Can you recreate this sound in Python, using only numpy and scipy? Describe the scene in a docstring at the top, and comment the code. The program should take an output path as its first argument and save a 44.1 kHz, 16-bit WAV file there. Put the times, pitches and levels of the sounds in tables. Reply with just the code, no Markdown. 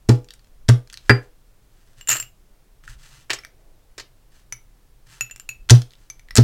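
"""A booming blow, then another: a stone pestle pounds chalk in a stone mortar on a table, close by in
a small room. The blows sway and knock the table as decaying modes; chalk cracks as bursts of grains.
The third blow lands on bare stone and bounces, and the stone modes ring. Fresh sticks drop in, clink
as free bars and slide as filtered friction noise, and are pounded in turn. Air and a low rumble lie beneath."""
import sys
import numpy as np
from scipy import signal
from scipy.fft import rfft, irfft
from scipy.io import wavfile

SR = 44100
rng = np.random.default_rng(int(sys.argv[2]) if len(sys.argv) > 2 else 0)


def put_to_file(sound):
    """Save the sound as 16-bit audio at rate SR, in the file named by the first command-line argument."""
    columns = np.atleast_2d(sound).T  # one column per channel
    safe = np.clip(columns, -1, 1)
    whole_steps = np.round(safe * 32767)
    wavfile.write(sys.argv[1], SR, whole_steps.astype(np.int16))


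N = 283563
RING_TIME = np.arange(SR // 3) / SR  # time axis of one struck sound, seconds

# Still air of the place. Each row: frequency in Hz, relative density in dB per Hz.
AIR = [(20, -10.5), (70, -21), (120, -14), (180, -23.5), (400, -25.5), (1000, -32.5), (2500, -37.5),
       (16000, -42.5)]
AIR_DB = -60

# Low rumble: steady level, and a swell round each blow (1/e half width, level against the blow).
RUMBLE_DB, WAFT_S, WAFT_DB = -52, .11, -49.5
# A gentle bump in the deep bass. Each row: start in seconds, length in seconds, peak level in dB.
BUMPS = [(2.85, .16, -40)]

# Pestle blows. Each row: start in seconds, relative level in dB, contact time in seconds,
# level of the higher table modes against the blow in dB.
BLOWS = [(.0880, 0, 0.0027, 5.5), (0.6864, 2, 0.0032, -2), (1.094, -3, 0.0031, 8.5),
         (5.7059, 7, 0.0071, 5.5), (6.3797, 4, 0.0045, 8.5)]
# The table's main sway: settled pitch, decay, and time to build.
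BOOM_HZ, BOOM_T60_S, BOOM_SWELL_S = 121.18, 0.15, .042
# Higher modes of the table. Each row: frequency in Hz, relative level in dB, t60 in seconds.
TABLE_MODES = [(62.6, -23, 0.067), (187.3, -16.5, 0.078), (227.6, -12.5, 0.12), (277.5, -20.5, 0.14),
               (315, -17, 0.12), (401, -9.5, .075), (445, -11, 0.049), (489, -25.5, 0.3), (582, -23, 0.15),
               (661, -21.5, 0.15), (830, -26, 0.26)]
# Chalk or a stick pitched here moves the table at its listed level; lower pieces are heavier, move it more.
LANDING_HZ = 1913
# Blurred small modes of table and bowl. Each row: frequency in Hz, relative density in dB per Hz.
THUMP = [(150, -12), (230, -6), (400, -4.5), (600, -7), (900, -9), (1300, -12.5), (2200, -21), (6000, -45)]

# Chalk cracking under the pestle. Each row: start in seconds, relative level in dB, fragment pitch in Hz.
CRACKS = [(.0885, -31, 6760), (.0920, -14.5, 4060), (.0965, -30, 4460), (.6835, -31, 2890),
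          (.6878, -12, 3700), (.6906, -16.5, 8540), (.6975, -18, 1160), (5.6907, -25, 3000),
          (5.6972, -7, 3350), (5.7032, -7, 5200), (5.7062, -1.5, 6140), (5.7132, -20.5, 5770),
          (6.3548, -11.5, 7530), (6.3607, -38, 9000), (6.3648, -7, 8300), (6.3723, -6.5, 5000),
          (6.3812, -10, 3660)]
# Decay of every crack, and the share (0-1) that rings at the fragment's pitch.
CRACK_T60_S, CRACK_RINGS = 0.019, .55
# Clearest ticks of crumbs and chips. Each row: start in seconds, relative level in dB, fragment pitch in Hz.
CRUMBS = [(.2445, -43, 5640), (.287, -41, 3500), (.3065, -32, 4200), (.3375, -35.5, 9000),
          (.874, -43.5, 4600), (.8997, -36, 3800), (.927, -35.5, 5470), (.932, -32.5, 8300),
          (.941, -30.5, 4900), (.9735, -30.5, 3870), (2.838, -48, 1470), (2.878, -36, 1410),
          (5.298, -43, 1790), (5.8188, -29, 4700), (5.935, -43.5, 3200), (6.286, -44, 1750)]
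CRUMB_T60_S, CRUMB_RINGS = 0.011, 0.53
# Finer crumbs shed as the pestle lifts: wait after the blow, length, loudest level, middle pitch.
LIFT_AFTER_S, SHED_S, SHED_DB, SHED_HZ = 0.2, 0.2, -47.5, 4900
# Crushed chalk. Each row: frequency in Hz, relative density in dB per Hz.
CRUNCH = [(200, 0), (600, -3.5), (1000, -4), (1350, 6), (2300, -5), (4500, -3.5), (7500, -3.5), (9500, -10),
          (15500, -21.5)]
# Small, hard contacts. Each row: frequency in Hz, relative density in dB per Hz.
CONTACT = [(200, -19), (700, -18), (1050, -7.5), (1300, 4.5), (2400, -3), (4500, -2.5), (7500, -5),
           (10000, -9), (15500, -17.5)]

# Dry scraping: the pestle scrapes at first, later chalk slides on chalk. Each row: start in seconds, length in
# seconds, relative peak level in dB.
SLIDES = [(.93, 0.42, -61.5), (1.68, 0.46, -67.5), (1.97, 0.071, -56.5), (2.83, 0.044, -55.5),
          (2.87, 0.091, -49.5), (2.97, 0.31, -53.5), (4.31, 0.14, -58.5), (5.06, 0.17, -51.5),
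          (5.97, 0.12, -61.5)]
# A stick rolling over the others. Each row: start in seconds, length in seconds, peak level in dB.
ROLLS = [(3.38, 0.57, -65.5)]
STROKE_SKEW = 0.68  # below 1, a stroke peaks before its middle
# Sliding friction. Each row: frequency in Hz, relative density in dB per Hz.
RUB = [(400, -17), (900, -3), (1400, 4.5), (2300, -1.5), (3300, 1), (6000, -1.5), (9500, -7.5),
       (15000, -18)]
# Rolling. Each row: frequency in Hz, relative density in dB per Hz.
ROLL = [(150, -19), (330, 0.5), (700, -4), (1100, -21), (3000, -32), (10000, -32)]

# Pestle bouncing on bare stone. Each row: start in seconds, relative level in dB.
STONE_HITS = [(1.0955, 0), (1.1014, -5), (1.1081, -2), (1.1136, -10), (1.1172, -15)]
# Modes of mortar and pestle. Each row: frequency in Hz, relative level in dB, t60 in seconds.
STONE_MODES = [(1034, -22, 0.08), (1240, -18.5, .07), (1397, -13, 0.078), (1500, -16, 0.057),
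               (1632, -16, .09), (1814, -18, 0.08), (1967, -15.5, 0.054), (2053, -14, .045),
               (2270, -20.5, .1), (2394, -18, .07), (2676, -27.5, .1), (4789, -17, 0.14),
               (8398, -30.5, 0.065)]
# The bowl jolts on the table at each bounce.
JOLT_HZ, JOLT_T60_S = 398, .08

# Sticks clinking, and a few chips of chalk ticking with a brief ring (3.449 s, 5.361 s). Each row: start in
# seconds, relative level in dB, lowest bending mode in Hz, # overtone level against that mode in dB, t60 in
# seconds.
CLINKS = [(2.011, -35.5, 2860, -2, 0.082), (2.074, -27, 2850, 7, 0.16), (2.0863, -15.5, 2690, 23, 0.075),
          (2.091, -10, 2790, 12.5, 0.087), (2.114, -13.5, 2532, 27, 0.082), (2.168, -20, 2870, 10, 0.037),
          (2.1998, -20.5, 2877, 6.5, 0.094), (2.226, -29, 2770, 0, 0.029), (3.388, -34, 1987, 5.5, 0.032),
          (3.436, -42, 2268, -12, .1), (3.449, -31.5, 2087, 2, 0.0087), (4.5243, -22, 2244, 9, 0.04),
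          (5.2089, -15.5, 2640, -1, .08), (5.311, -31, 2720, 0, .045), (5.361, -31, 2800, 6, .008),
          (5.398, -31, 2800, 12.5, .035), (5.4908, -21.5, 2610, -5, .075), (6.1005, -28, 2316, 14, .045),
          (6.195, -42, 2255, -1.5, 0.021), (6.308, -31, 1953, -4.5, 0.032)]
# Bending modes of a stick. Each row: ratio to the lowest mode, exponent of flattening with pitch.
BAR = [(1, 0), (2.618, .15), (4.81, .1)]
BAR_HZ = 2616  # the ratios hold for a stick of this pitch
# A stick falls back and touches once more: longest wait, level against the first touch.
REBOUND_S, REBOUND_DB = 0.022, -19.5
# The dropped handful: start, strongest level, time at full strength, time to settle, change while settling.
DROP_S, DROP_DB, DROP_HOLD_S, SETTLE_S, SETTLE_DB = 2.092, -11.5, .035, .09, -27
# Range of the lowest mode among the sticks of the handful.
SHORTEST_HZ, LONGEST_HZ = 2980, 2550
# Dull knocks of chalk landing and being handled. 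Each row: start in seconds, relative level in dB, pitch in Hz.
KNOCKS = [(2.098, -27.5, 1534), (2.122, -26, 1700), (2.153, -28.5, 1540), (3.2972, -31, 1540),
          (3.3033, -14.5, 3130), (3.332, -19, 6700), (3.9798, -28, 4677), (3.9976, -29, 4700)]
KNOCK_T60_S, KNOCK_RINGS = 0.06, 0.46
# Dull knocking. Each row: frequency in Hz, relative density in dB per Hz.
DULL = [(150, -23), (400, 2.5), (800, -6), (1400, 0), (4000, -7.5), (7500, -10), (9500, -18.5),
        (15500, -27)]

# Decay of the small room. Each row: frequency in Hz, t60 in seconds.
ROOM_T60 = [(150, 0.067), (500, 0.31), (1500, 0.2), (4000, .25), (8000, 0.07), (15000, 0.31)]
BOWL_REFLECTS_HZ = 700  # the bowl is small and mainly reflects sound above this
CUTOFF_HZ = 16400


def from_db(db):
    """Decibels to gain."""
    return 10 ** (np.asarray(db) / 20)


def rms_one(x):
    """Scale to rms 1."""
    return x / np.sqrt(np.mean(x ** 2) + 1e-20)


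def at_hz(points, hz):
    """Read a table on a log-frequency axis."""
    f, value = np.transpose(points)
    return np.interp(np.log(np.maximum(hz, 1)), np.log(f), value)


def add(track, s, sound):
    """Mix a sound into a track at a time in seconds."""
    start = int(round(s * SR))
    track[start:start + len(sound)] += sound[:N - start]


def noise():
    """White noise as long as one struck sound."""
    return rng.standard_normal(len(RING_TIME))


def fade(t60):
    """A free decay, 60 dB down after t60 seconds."""
    return np.exp(-np.log(1000) * RING_TIME / t60)


def rise(seconds):
    """A smooth onset from 0 towards 1."""
    return 1 - np.exp(-(RING_TIME / seconds) ** 2)


def ring(hz, t60):
    """One struck mode: a dying sine that starts from rest position."""
    return np.sin(2 * np.pi * hz * RING_TIME) * fade(t60)


def butterworth(x, edges_hz, kind):
    """Second-order Butterworth filter."""
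    return signal.sosfilt(signal.butter(2, edges_hz, kind, fs=SR, output="sos"), x)


def colour(x, spectrum, size=8192):
    """Causal (minimum-phase) filter with this spectrum; white noise keeps its power."""
    hz = np.arange(size // 2 + 1) * SR / size
    gain = rms_one(from_db(at_hz(spectrum, hz)))
    # folding the cepstrum onto positive times makes the filter minimum-phase
    cepstrum = irfft(np.log(gain))[:size // 2]
    cepstrum[1:] *= 2
    impulse = irfft(np.exp(rfft(cepstrum, size)))
    return signal.fftconvolve(x, impulse)[:len(x)]


def resonate(x, hz, width_hz):
    """A broad two-pole resonance; white noise keeps its power."""
    r = np.exp(-np.pi * width_hz / SR)
    zeros = np.sqrt((1 - r * r) / 2) * np.array([1, 0, -1])
    poles = [1, -2 * r * np.cos(2 * np.pi * hz / SR), r * r]
    return signal.lfilter(zeros, poles, x + 1e-18)


def grains(per_s, spread_db, size):
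    """Tiny fractures of uneven strength at random moments; rms 1."""
    sign = rng.choice([-1, 1], size)
    strength = from_db(spread_db * np.minimum(rng.exponential(1, size), 4)) * sign
    happens = rng.random(size) < per_s / SR
    return rms_one(strength * happens)


def bursts(rows, spectrum, t60, share, width, per_s, spread_db):
    """Each event is a dying avalanche of grains, partly ringing at the pitch of its fragment."""
    out = np.zeros(N)
    for s, db, hz in rows:
        burst = grains(per_s, spread_db, size=len(RING_TIME)) * fade(t60)
        ringing = resonate(burst, hz, width * hz)
        add(out, s, from_db(db) * ((1 - share) * burst + share * ringing))
    return colour(out, spectrum)


def swells(rows):
    """Strokes that swell and fade: a level over the whole scene."""
    level, time = np.zeros(N), np.arange(N) / SR
    for s, length, db in rows:
        progress = np.clip((time - s) / length, 0, 1)
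        level += from_db(db) * np.sin(np.pi * progress ** STROKE_SKEW)
    return level


def still_air():
    """Steady noise of the quiet place, weighted to the bass."""
    return from_db(AIR_DB) * rms_one(colour(rng.standard_normal(N), AIR))


def rumble():
    """Deep noise that swells round each blow and at a gentle bump."""
    time = np.arange(N) / SR
    wafts = sum(from_db(db + WAFT_DB) * np.exp(-((time - s) / WAFT_S) ** 2) for s, db, *_ in BLOWS)
    low = butterworth(rng.standard_normal(N), [12, 34], "band")
    return (from_db(RUMBLE_DB) + wafts + swells(BUMPS)) * rms_one(low)


def table(boom_db=13.0, first_swing=0.15, sag=0.14, sag_s=0.01, nudge_db=-7.5):
    """The mortar drives the table into a sway and higher modes; a longer contact mutes the higher modes."""
    boom, knock = np.zeros(N), np.zeros(N)
    # the sway starts flat under the weight of the blow, and builds as the whole top joins in
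    pitch = BOOM_HZ * (1 - sag * np.exp(-RING_TIME / sag_s))
    swell = first_swing + (1 - first_swing) * rise(BOOM_SWELL_S)
    sway = -swell * fade(BOOM_T60_S) * np.sin(2 * np.pi * np.cumsum(pitch) / SR)
    for s, db, contact, upper_db in BLOWS:
        add(boom, s, from_db(db + boom_db) * rise(contact) * sway)
        for k, (hz, mode_db, t60) in enumerate(TABLE_MODES):
            softness = 1 / np.sqrt(1 + (hz * contact) ** 4)
            height = (-1) ** k * from_db(db + upper_db + mode_db) * softness
            add(knock, s, height * rise(contact) * ring(hz, t60))
    # even a falling stick nudges the table
    for s, db, hz, *_ in CLINKS + KNOCKS:
        add(boom, s, from_db(db + nudge_db) * LANDING_HZ / hz * sway)
    return boom, knock


def thump(thump_db=-14.0, thump_t60=0.073, contact_s=0.0033, landing_db=-16.0):
    """Many small modes of table and bowl blur into a short, dull noise; a hard contact drives them most."""
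    out = np.zeros(N)
    for s, db, contact, upper_db in BLOWS:
        force = from_db(db + upper_db + thump_db) / np.hypot(1, contact / contact_s) ** 2
        add(out, s, force * noise() * rise(contact) * fade(thump_t60))
    # landing chalk thumps lightly
    for s, db, hz in KNOCKS:
        force = from_db(db + landing_db) * (LANDING_HZ / hz) ** 2
        add(out, s, force * noise() * rise(contact_s) * fade(thump_t60))
    return colour(out, THUMP)


def shed_crumbs(spread_db=9.0, count=6):
    """Fine crumbs fall as the pestle lifts for a blow that follows within a second; rows as for CRUMBS."""
    lifts = [blow[0] for blow, following in zip(BLOWS, BLOWS[1:]) if following[0] - blow[0] < 1]
    rows = []
    for s in lifts:
        for when, small in rng.random((count, 2)):
            start = s + LIFT_AFTER_S + SHED_S * when
            # smaller crumbs are quieter and higher
            rows.append((start, SHED_DB - spread_db * small, SHED_HZ * 2 ** (small - .5)))
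    return rows


def crushing(powder_db=-35.0, powder_t60=0.19):
    """Chalk cracks, the powder grinds on briefly under the pestle, and crumbs fall as it lifts."""
    cracks = bursts(CRACKS, CRUNCH, CRACK_T60_S, CRACK_RINGS, width=.55, per_s=22000, spread_db=1.6)
    ticks = CRUMBS + shed_crumbs()
    crumbs = bursts(ticks, CONTACT, CRUMB_T60_S, CRUMB_RINGS, width=.5, per_s=28000, spread_db=1.2)
    powder = np.zeros(N)
    for s, db, *_ in BLOWS:
        grit = grains(1500, 4.5, size=len(RING_TIME))
        add(powder, s, from_db(db + powder_db) * grit * fade(powder_t60))
    return cracks + crumbs + colour(powder, CRUNCH)


def sliding(rub_db=-1.5, sing_db=-14.0, sway_db=-4.5, uneven_db=2.5, count=450):
    """Dry friction catches and slips: it hisses, makes sticks sing faintly, stirs the table; rolling is duller."""
    time = np.arange(N) / SR
    catching = np.interp(time, np.linspace(0, time[-1], count), rng.standard_normal(count))
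    friction = grains(4000, 3.5, size=N) * from_db(uneven_db * catching)
    song = rms_one(sum(resonate(friction, hz, 160) for hz in (2860, 6100, 7450)))
    sway = rms_one(resonate(resonate(friction, BOOM_HZ, 30), BOOM_HZ, 30))
    hiss = from_db(rub_db) * colour(friction, RUB)
    slide = hiss + from_db(sing_db) * song + from_db(sway_db) * sway
    return swells(SLIDES) * slide + swells(ROLLS) * colour(friction, ROLL)


def bare_stone(clack_db=4.0, clack_hz=1700, clack_t60=0.01, grit_db=-25.5, grit_t60=0.003, jolt_db=-11.5):
    """Stone on stone: each bounce gives a hard, gritty clack and a jolt of the bowl, and both bodies ring."""
    out, grit = np.zeros(N), np.zeros(N)
    for s, db in STONE_HITS:
        clack = from_db(db + clack_db) * ring(clack_hz, clack_t60)
        jolt = from_db(db + jolt_db) * ring(JOLT_HZ, JOLT_T60_S)
        add(out, s, clack - jolt)
        add(grit, s, from_db(db + grit_db) * noise() * fade(grit_t60))
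    # the first, hardest contact sets the modes going
    first_s = STONE_HITS[0][0]
    for k, (hz, mode_db, t60) in enumerate(STONE_MODES):
        add(out, first_s, (-1) ** k * from_db(mode_db) * ring(hz, t60))
    return out + colour(grit, CONTACT)


def rebounds():
    """The light second touch after each clink; rows as for CLINKS."""
    waits = REBOUND_S * rng.uniform(.2, 1, len(CLINKS))
    return [(s + wait, db + REBOUND_DB, *stick) for (s, db, *stick), wait in zip(CLINKS, waits)]


def rattle(count=24, overtone_db=9.0, spread_db=10.5, t60=0.045):
    """Many light touches between the dropped sticks, at pitches within their range; rows as for CLINKS."""
    jitter, pitch, weak = rng.random((count, 3)).T
    after = (np.arange(count) + jitter) / count * (DROP_HOLD_S + SETTLE_S)
    settled = np.maximum(after - DROP_HOLD_S, 0) / SETTLE_S
    levels = DROP_DB + SETTLE_DB * settled - spread_db * weak
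    stick_hz = LONGEST_HZ + (SHORTEST_HZ - LONGEST_HZ) * pitch
    return [(DROP_S + t, db, hz, overtone_db, t60) for t, db, hz in zip(after, levels, stick_hz)]


def sticks(click_t60=0.0082, click_db=-2.0, knock_db=-1.0, top_mode_db=-14.5, split=.012, twin_db=-12.0,
           free_s=0.048, left_db=-6.5):
    """Sticks ring as free bars, short stubby ones with flatter overtones; contacts click, landings knock."""
    rings, clicks = np.zeros(N), np.zeros(N)
    # a stick rings freely until it drops back onto its neighbours, which muffle it
    muffle = from_db(left_db * rise(free_s))
    for s, db, hz, overtone_db, t60 in CLINKS + rebounds() + rattle():
        # where the stick is struck decides how its modes share the energy
        shares = from_db([0, overtone_db, overtone_db + top_mode_db])
        shares = shares / np.linalg.norm(shares)
        for (ratio, flattening), share in zip(BAR, shares):
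            mode_hz = hz * ratio * (BAR_HZ / hz) ** flattening
            # a stick is never quite round: each mode has a twin that beats against it
            twin = ring(mode_hz * (1 + split * rng.normal()), t60 / 2)
            pair = ring(mode_hz, t60) + from_db(twin_db) * twin
            add(rings, s, from_db(db) * share * pair * muffle)
        add(clicks, s, from_db(db + click_db) * noise() * fade(click_t60))
    knocks = bursts(KNOCKS, DULL, KNOCK_T60_S, KNOCK_RINGS, width=.5, per_s=20000, spread_db=1.5)
    return rings + colour(clicks, CONTACT) + from_db(knock_db) * knocks


def room(x, wet_db=-11.0, build_s=.005, near_db=-9.5, near_t60=0.05):
    """Quick reflections from bowl and table top, and a diffuse tail whose decay time varies with pitch."""
    tail, edges = 0, np.geomspace(100, 18000, 11)
    for low, high in zip(edges, edges[1:]):
        band = butterworth(noise(), [low, high], "band")
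        tail = tail + band * fade(at_hz(ROOM_T60, np.sqrt(low * high)))
    tail = tail * rise(build_s)
    near = butterworth(noise() * fade(near_t60), BOWL_REFLECTS_HZ, "high")
    # both parts are scaled to unit energy before their levels are set
    echo = from_db(wet_db) * tail / np.linalg.norm(tail) + from_db(near_db) * near / np.linalg.norm(near)
    return signal.fftconvolve(x, echo)[:N]


def scene(boom_send_db=-20.5, stone_db=1.5, stone_send_db=-3.0):
    """All sources close by and their echo in the room, over still air and a low rumble."""
    boom, knock = table()
    stone = from_db(stone_db) * bare_stone()
    close = knock + thump() + crushing() + sticks() + sliding()
    echo = room(close + from_db(boom_send_db) * boom + from_db(stone_send_db) * stone)
    return (boom + stone + close + echo + still_air() + rumble())[None]


def record(dry):
    """The heaviest blows overload the recorder and clip; a steep low-pass then cuts the top."""
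    low_pass = signal.ellip(10, .1, 70, CUTOFF_HZ, fs=SR, output="sos")
    return signal.sosfilt(low_pass, np.clip(dry, -1, 1))


dry = scene()
out = record(dry)
put_to_file(out)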